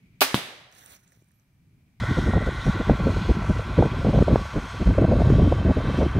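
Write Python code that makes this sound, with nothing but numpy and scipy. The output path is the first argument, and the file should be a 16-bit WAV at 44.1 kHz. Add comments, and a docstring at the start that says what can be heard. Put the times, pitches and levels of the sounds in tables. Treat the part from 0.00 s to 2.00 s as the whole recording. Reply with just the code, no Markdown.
"""A crossbow is fired in a wood: enveloped noise hisses along the rail and rattles as the string slaps its stops,
while decaying modes ring in limbs and stock. The bolt thumps into a target, a few low-passed modes with dull
returns, and noise dying at two rates per band rings among the trunks. Feet then turn in dry leaves close on the
right: coloured noise, crackle, snaps and heel knocks. Behind lie a low rumble, faint hiss and a band of insects."""
import sys
import numpy as np
from scipy import signal
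from scipy.fft import rfft, irfft
from scipy.io import wavfile

SR = 44100
rng = np.random.default_rng(int(sys.argv[2]) if len(sys.argv) > 2 else 0)


def file_out(sig):
    """Save sig as 16-bit WAV at sys.argv[1]."""
    # one column per channel
    cols = np.atleast_2d(sig).T
    # limit, then scale
    lim = np.clip(cols, -1, 1)
    pcm = np.round(lim * 32767).astype(np.int16)
    wavfile.write(sys.argv[1], SR, pcm)


N = 88200
T = np.arange(N) / SR   # time [s]

# Low rumble and faint hiss of the wood: (frequency [Hz], density [dB per Hz])
AIR_SPECTRUM = [(15, -41), (25, -11), (145, -3.5), (270, -17.5), (439, -34.5), (2410, -35.5), (3080, -40.5),
                (16000, -45.5)]
# Swell of the rumble, used about its own mean: (time [s], level [dB])
RUMBLE_SWELL = [(0, -57), (.7, -64.5), (1.45, -65.5), (1.65, -59.5), (2, -60)]
# Loudness of the insect band: (time [s], level [dB])
INSECT_LEVEL = [(.1, -71.5), (1.3, -86.5), (2, -80)]
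# Drag of feet in the leaves: (time [s], level [dB])
SCUFF_LEVEL = [(0.712, -68), (.76, -54), (.93, -50), (.955, -53), (0.984, -64), (1.06, -70), (1.08, -63),
               (1.112, -69), (1.123, -61.5), (1.2, -73), (1.44, -82)]
# Colour of the rustle, with sharp peaks in the treble: (frequency [Hz], density [dB per Hz])
RUSTLE_SPECTRUM = [(300, -2.5), (1500, 1), (3000, -5), (4100, -2.5), (5000, -8), (6100, 2), (7400, -7),
                   (9200, -0.5), (10800, -9), (12300, -4.5), (15500, -6.5)]
# Snaps of leaves and twigs, before the rustle colour: (time [s], level [dB], centre [Hz])
LEAF_SNAPS = [(.717, -48, 7500), (.7254, -45, 5960), (.7315, -48, 8000), (.7504, -44, 6032),
              (.7836, -40, 9000), (.8614, -33, 9200), (.8839, -40, 1990), (.918, -42, 9500),
              (.9223, -36, 9150), (1.0364, -55, 9500), (1.0779, -49.5, 7000), (1.1208, -41, 1800),
              (1.2236, -54, 7500), (1.2434, -54, 8900), (1.2864, -58, 9000), (1.3084, -53, 1800),
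              (1.3164, -56, 9150), (1.3977, -58, 6000)]
# Soft heel knocks, before their low-pass: (time [s], level [dB], pitch [Hz])
HEEL_KNOCKS = [(1.173, -49.5, 110), (1.221, -49, 330)]
# Modes of the struck target: (pitch [Hz], left level [dB], right level [dB], t60 [s])
TARGET_MODES = [(128, -22.5, -20, 0.056), (225, -6, -8, .021), (950, -12.5, -7, .007),
                (3010, -8, -17.5, 0.0056)]
# Returns of the thump from near trunks: (delay [s], level [dB])
TRUNK_RETURNS = [(.009, -18.5), (.015, -15.5), (.034, -17), (.048, -27)]
# Modes of limbs and stock: (pitch [Hz], level [dB], t60 [s])
BOW_MODES = [(272, -10.5, 0.13), (398, -6.5, .07), (610, 0, .06), (760, -2, .06), (845, -.5, .06),
             (1005, -9, .04), (1135, -5, .06), (1247, -8, .06), (1425, -2.5, 0.05), (2130, -5, .04),
             (2466, -3, .06), (2660, -1, 0.025), (4495, -4.5, .04), (13200, -4, .012)]
# Hiss of string and bolt on the rail: (frequency [Hz], density [dB per Hz])
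RAIL_SPECTRUM = [(180, -42), (300, -14.5), (3580, -0.5), (8000, -9), (16000, -7.5)]
# Rattle of the string's slap: (frequency [Hz], density [dB per Hz])
SLAP_SPECTRUM = [(150, -25), (500, -15), (1800, -4), (4400, -4.5), (6500, -11.5), (13000, -9),
                 (16000, -13.5)]
# Ringing of the wood: (frequency [Hz], early t60 [s], late t60 [s])
WOOD_DECAY = [(100, 0.32, 0.17), (260, 0.05, .6), (700, .2, 1), (1840, 0.44, 1.05), (4760, 0.22, 0.8),
              (12800, 0.12, 0.46)]
# Colour of the ringing after the shot: (frequency [Hz], density [dB per Hz])
SHOT_TAIL_SPECTRUM = [(60, -30), (302, -5), (1030, -5), (4380, -6), (12900, -12), (16000, -26.5)]
# Colour of the ringing after the hit: (frequency [Hz], density [dB per Hz])
HIT_TAIL_SPECTRUM = [(45, -25), (149, -1), (1250, -13), (3900, -8), (5090, -18), (12700, -18), (16000, -30)]
# Left-right likeness of the noise: (frequency [Hz], likeness [1 = same in both])
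STEREO_LIKENESS = [(60, 1), (250, .92), (600, 1), (1200, .2), (3000, 0.15), (8000, 0.034)]

# Woods
AIR_DB = -60
INSECT_HZ, INSECT_WIDTH_HZ = 2300, 300
CHIRR_HZ, CHIRR_T60_S, CHIRR_DB, CHIRR_DB_PER_S = 2360, .07, -97, 7   # steadier singer, growing louder

# Feet
CRACKLES_PER_S, CRACKLE_DB = 900, -10
SNAP_T60_S, SNAP_WIDE_DB = 0.008, -11   # each snap also carries a broad crack
BRUSH_S, BRUSH_T60_S, BRUSH_DB, BRUSH_BAND_HZ = 1.335, .4, -56, (11200, 12800)   # last thin brush
STEP_CYCLES = 6.9   # heel t60 in cycles of its pitch
LEFT_OWN = 0.32   # power share of scattered rustle at the left port
FEET_LEFT_DB, FEET_LAG_S, SHADOW_HZ = -2, 0.00052, 2920   # left port: weaker, later, duller

# Shot and hit
LET_GO_S, SLAP_S, REBOUND_S, HIT_S = .2068, .2140, .2278, .3439
RAIL_DB, RAIL_T60_S = -17.5, .08
SLAP_DB, SLAP_RISE_S, SLAP_T60_S = -13, .004, 0.13
BOW_DB, KNOCKS_PER_S, RATTLE_DB = -13, 710, -15   # modes, and the lesser knocks that follow
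SPREAD_S = .006   # the parts are jolted within this time
REBOUND_DB, REBOUND_HZ = -8, 1600   # light tap on the modes above this pitch
HIT_SOFT_HZ, TRUNK_HZ = 4460, 900   # low-pass of the blow, and of its returns
SHOT_TAIL_DB, HIT_TAIL_DB = -25, -29
LATE_DB, TAIL_RISE_S = -4, 0.0006   # late decay relative to early
SHOT_PAN_DB = 1.5   # right over left

# Microphone
LOW_CUT_HZ, CUTOFF_HZ = 50, 15750
PORT_NOTCH_HZ, PORT_NOTCH_Q = 7320, 20


def from_db(db):
    """Turn dB into gain."""
    return 10 ** (np.asarray(db) / 20)


def rms_one(x):
    """Scale to rms 1."""
    return x / np.sqrt(np.mean(x ** 2) + 1e-20)


def at_hz(points, hz, axis=1):
    """Read a table column on a log-frequency axis."""
    points = np.array(points)
    return np.interp(np.log(hz), np.log(points[:, 0]), points[:, axis])


def lowpass(x, order, hz):
    """Butterworth low-pass."""
    return signal.sosfilt(signal.butter(order, hz, fs=SR, output="sos"), x)


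def bandpass(x, order, edges):
    """Butterworth band-pass between two edges in Hz."""
    return signal.sosfilt(signal.butter(order, edges, "band", fs=SR, output="sos"), x)


def drift(rate):
    """Slow random wander of rms 1: noise through two equal poles at rate Hz, made every 40 samples."""
    pole = np.exp(-80 * np.pi * rate / SR)
    white = rng.standard_normal(N // 40 + 2002)
    slow = signal.lfilter([1], [1, -2 * pole, pole ** 2], white)[2000:]   # drop the settling
    return np.interp(np.arange(N) / 40, np.arange(len(slow)), rms_one(slow))


def burst(start, rise, t60):
    """Envelope that rises from its start and dies away exponentially."""
    t = np.maximum(T - start, 0)
    return (1 - np.exp(-t / rise)) * from_db(-60 * t / t60)


def ring(clicks, hz, t60):
    """Damped resonator: a unit click sets a cosine of height 1 ringing."""
    r, w = from_db(-60 / (t60 * SR)), 2 * np.pi * hz / SR
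    return signal.lfilter([1, -r * np.cos(w)], [1, -2 * r * np.cos(w), r * r], clicks + 1e-18)


def click(s):
    """A unit click at a time."""
    return 1. * (np.arange(N) == int(s * SR))


def bands(white, shape):
    """Split noise into third-octave stereo bands, each with its likeness and its gain shape(Hz)."""
    out = 0
    edges = 25 * 2 ** np.arange(0, 9.5, 1 / 3)
    for k, (low, high) in enumerate(zip(edges, edges[1:])):
        # neighbouring bands take different noise
        mid, side = bandpass(white[k % 2], 2, [low, high])
        hz = np.sqrt(low * high)
        alike = np.clip(at_hz(STEREO_LIKENESS, hz), -1, 1)
        common = np.sqrt((1 + alike) / 2) * mid
        opposed = np.sqrt((1 - alike) / 2) * side * [[1], [-1]]
        out = out + shape(hz) * (common + opposed)
    return out


def colour(spectrum, db):
    """Gain per band that gives unit white noise this spectrum and rms level."""
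    density = from_db(at_hz(spectrum, np.linspace(25, 16000, 2000))) ** 2
    power = np.mean(density) * 32000 / SR
    return lambda hz: from_db(db + at_hz(spectrum, hz)) / np.sqrt(power)


def woods():
    """Lumpy low rumble, faint hiss, and a throbbing band of insects with one thin resonant tone."""
    s, db = np.transpose(RUMBLE_SWELL)
    swell = np.interp(T, s, db - np.mean(db))
    air = colour(AIR_SPECTRUM, AIR_DB)

    def floor_gain(hz):
        """Only the rumble swells and wanders; the hiss holds steady."""
        return air(hz) * (from_db(swell + 1.8 * drift(8)) if hz < 400 else 1)
    floor = bands(rng.standard_normal((2, 2, N)), floor_gain)

    edges = [INSECT_HZ - INSECT_WIDTH_HZ / 2, INSECT_HZ + INSECT_WIDTH_HZ / 2]
    song = rms_one(bandpass(rng.standard_normal((2, N)), 1, edges))
    throb = from_db(np.interp(T, *np.transpose(INSECT_LEVEL)) + 2.5 * drift(15))
    tone = rms_one(ring(rng.standard_normal(N), CHIRR_HZ, CHIRR_T60_S))
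    chirr = from_db(CHIRR_DB + CHIRR_DB_PER_S * T) * tone
    return floor + chirr + throb * song


def scuff():
    """Patchy noise with sparse crackle grains, following the drag of the feet; near and scattered parts."""
    s, db = np.transpose(SCUFF_LEVEL)
    struck = rng.random((2, 2, N)) < CRACKLES_PER_S / SR
    grains = struck * rng.laplace(size=(2, 2, N)) ** 3   # cubing makes a few grains stand out
    grit = rms_one(rng.standard_normal((2, 2, N)) + from_db(CRACKLE_DB) * rms_one(grains))
    drag = bands(grit, lambda hz: from_db(2.5 * drift(25)))
    return drag * from_db(np.interp(T, s, db, -140, -140) + 1.2 * drift(60))


def snaps_and_brush():
    """Clicks with short noise snap in a band and broadly; a thin band of noise brushes last."""
    out, noise = 0, rng.standard_normal(N)
    for s, db, hz in LEAF_SNAPS:
        # the envelope opens a sample early so that the click passes
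        snap = (8.0 * click(s) + noise) * burst(s - 1 / SR, 1 / SR, SNAP_T60_S)
        pitched = bandpass(snap, 2, [hz / 1.25, hz * 1.33])
        out = out + from_db(db) * (pitched + from_db(SNAP_WIDE_DB) * snap)
    stroke = burst(BRUSH_S, 0.0089, BRUSH_T60_S) * from_db(2.0 * drift(40))
    return out + from_db(BRUSH_DB) * stroke * bandpass(noise, 2, BRUSH_BAND_HZ)


def feet():
    """Coloured rustle close to the right port, shaded at the left, over low-passed heel knocks."""
    near, scattered = scuff()
    near = near + snaps_and_brush()
    lagged = np.roll(near, round(FEET_LAG_S * SR))
    left = np.sqrt(1 - LEFT_OWN) * lagged + np.sqrt(LEFT_OWN) * scattered

    hz = np.maximum(np.arange(N // 2 + 1) * SR / N, 1)
    shade = from_db(FEET_LEFT_DB) / np.sqrt(np.sqrt(1 + (hz / SHADOW_HZ) ** 2))
    port_gains = [shade, np.ones_like(shade)]
    rustle = irfft(rfft([left, near]) * colour(RUSTLE_SPECTRUM, 0)(hz) * port_gains, N)

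    heels = sum(from_db(db) * ring(click(s), pitch, STEP_CYCLES / pitch) for s, db, pitch in HEEL_KNOCKS)
    return rustle + lowpass(heels, 1, 500)


def target():
    """One inward blow on the target's modes, then dull returns from near trunks."""
    blow = 0
    for hz, left_db, right_db, t60 in TARGET_MODES:
        blow = blow + from_db([[left_db], [right_db]]) * ring(-click(HIT_S), hz, t60)
    blow = lowpass(blow, 4, HIT_SOFT_HZ)
    dull = lowpass(blow, 1, TRUNK_HZ)
    return blow + sum(from_db(db) * np.roll(dull, int(s * SR), axis=1) for s, db in TRUNK_RETURNS)


def bow():
    """Modes of limbs and stock, each jolted once, then by lesser knocks; the rebound taps the high ones."""
    out = 0
    knocks = rng.random(N) < KNOCKS_PER_S / SR
    force = burst(SLAP_S, SLAP_RISE_S / 2, SLAP_T60_S / 2) * knocks
    for hz, db, t60 in BOW_MODES:
        late, lag = rng.random(2)
        jolt_s = SLAP_S + SPREAD_S * late
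        # the less alike the two sides, the later the left may come, up to a cycle
        apart = lag * (1 - np.clip(at_hz(STEREO_LIKENESS, hz), 0, 1)) / hz
        jolt = np.array([click(jolt_s + apart), click(jolt_s)])
        rebound = from_db(REBOUND_DB) * (hz > REBOUND_HZ) * click(REBOUND_S)
        rattle = from_db(RATTLE_DB) * force * rng.standard_normal((2, N))
        out = out + from_db(BOW_DB + db) * ring(jolt + rebound + rattle, hz, t60)
    return out


def wood_tail(start, hz):
    """Ringing of the wood in one band: an early and a late decay that start together."""
    early = burst(start, TAIL_RISE_S, at_hz(WOOD_DECAY, hz))
    late = burst(start, TAIL_RISE_S, at_hz(WOOD_DECAY, hz, axis=2))
    return early + from_db(LATE_DB) * late


def shot_noise():
    """Rail hiss, slap rattle, and ringing after shot and hit: one noise whose band powers add."""
    rail, slap = colour(RAIL_SPECTRUM, RAIL_DB), colour(SLAP_SPECTRUM, SLAP_DB)
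    shot, hit = colour(SHOT_TAIL_SPECTRUM, SHOT_TAIL_DB), colour(HIT_TAIL_SPECTRUM, HIT_TAIL_DB)
    hiss = burst(LET_GO_S, .0006, RAIL_T60_S)
    rattle = burst(SLAP_S, SLAP_RISE_S, SLAP_T60_S)

    def gain(hz):
        """Combined level of the four layers in one band."""
        direct = (rail(hz) * hiss) ** 2 + (slap(hz) * rattle) ** 2
        ringing = (shot(hz) * wood_tail(SLAP_S, hz)) ** 2 + (hit(hz) * wood_tail(HIT_S, hz)) ** 2
        return np.sqrt(direct + ringing)
    return bands(rng.standard_normal((2, 2, N)), gain)


def scene():
    """Woods, feet and hit, with the shot and the ringing leaning right."""
    pan = from_db([[-SHOT_PAN_DB / 2], [SHOT_PAN_DB / 2]])
    return woods() + feet() + target() + (shot_noise() + bow()) * pan


def record(dry):
    """The lowest bass falls off, the microphone ports notch the treble, the top is cut."""
    dry = signal.sosfilt(signal.butter(1, LOW_CUT_HZ, "high", fs=SR, output="sos"), dry)
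    dry = signal.lfilter(*signal.iirnotch(PORT_NOTCH_HZ, PORT_NOTCH_Q, fs=SR), dry)
    return signal.sosfilt(signal.ellip(12, .3, 70, CUTOFF_HZ, fs=SR, output="sos"), dry)


dry = scene()
out = record(dry)
file_out(out)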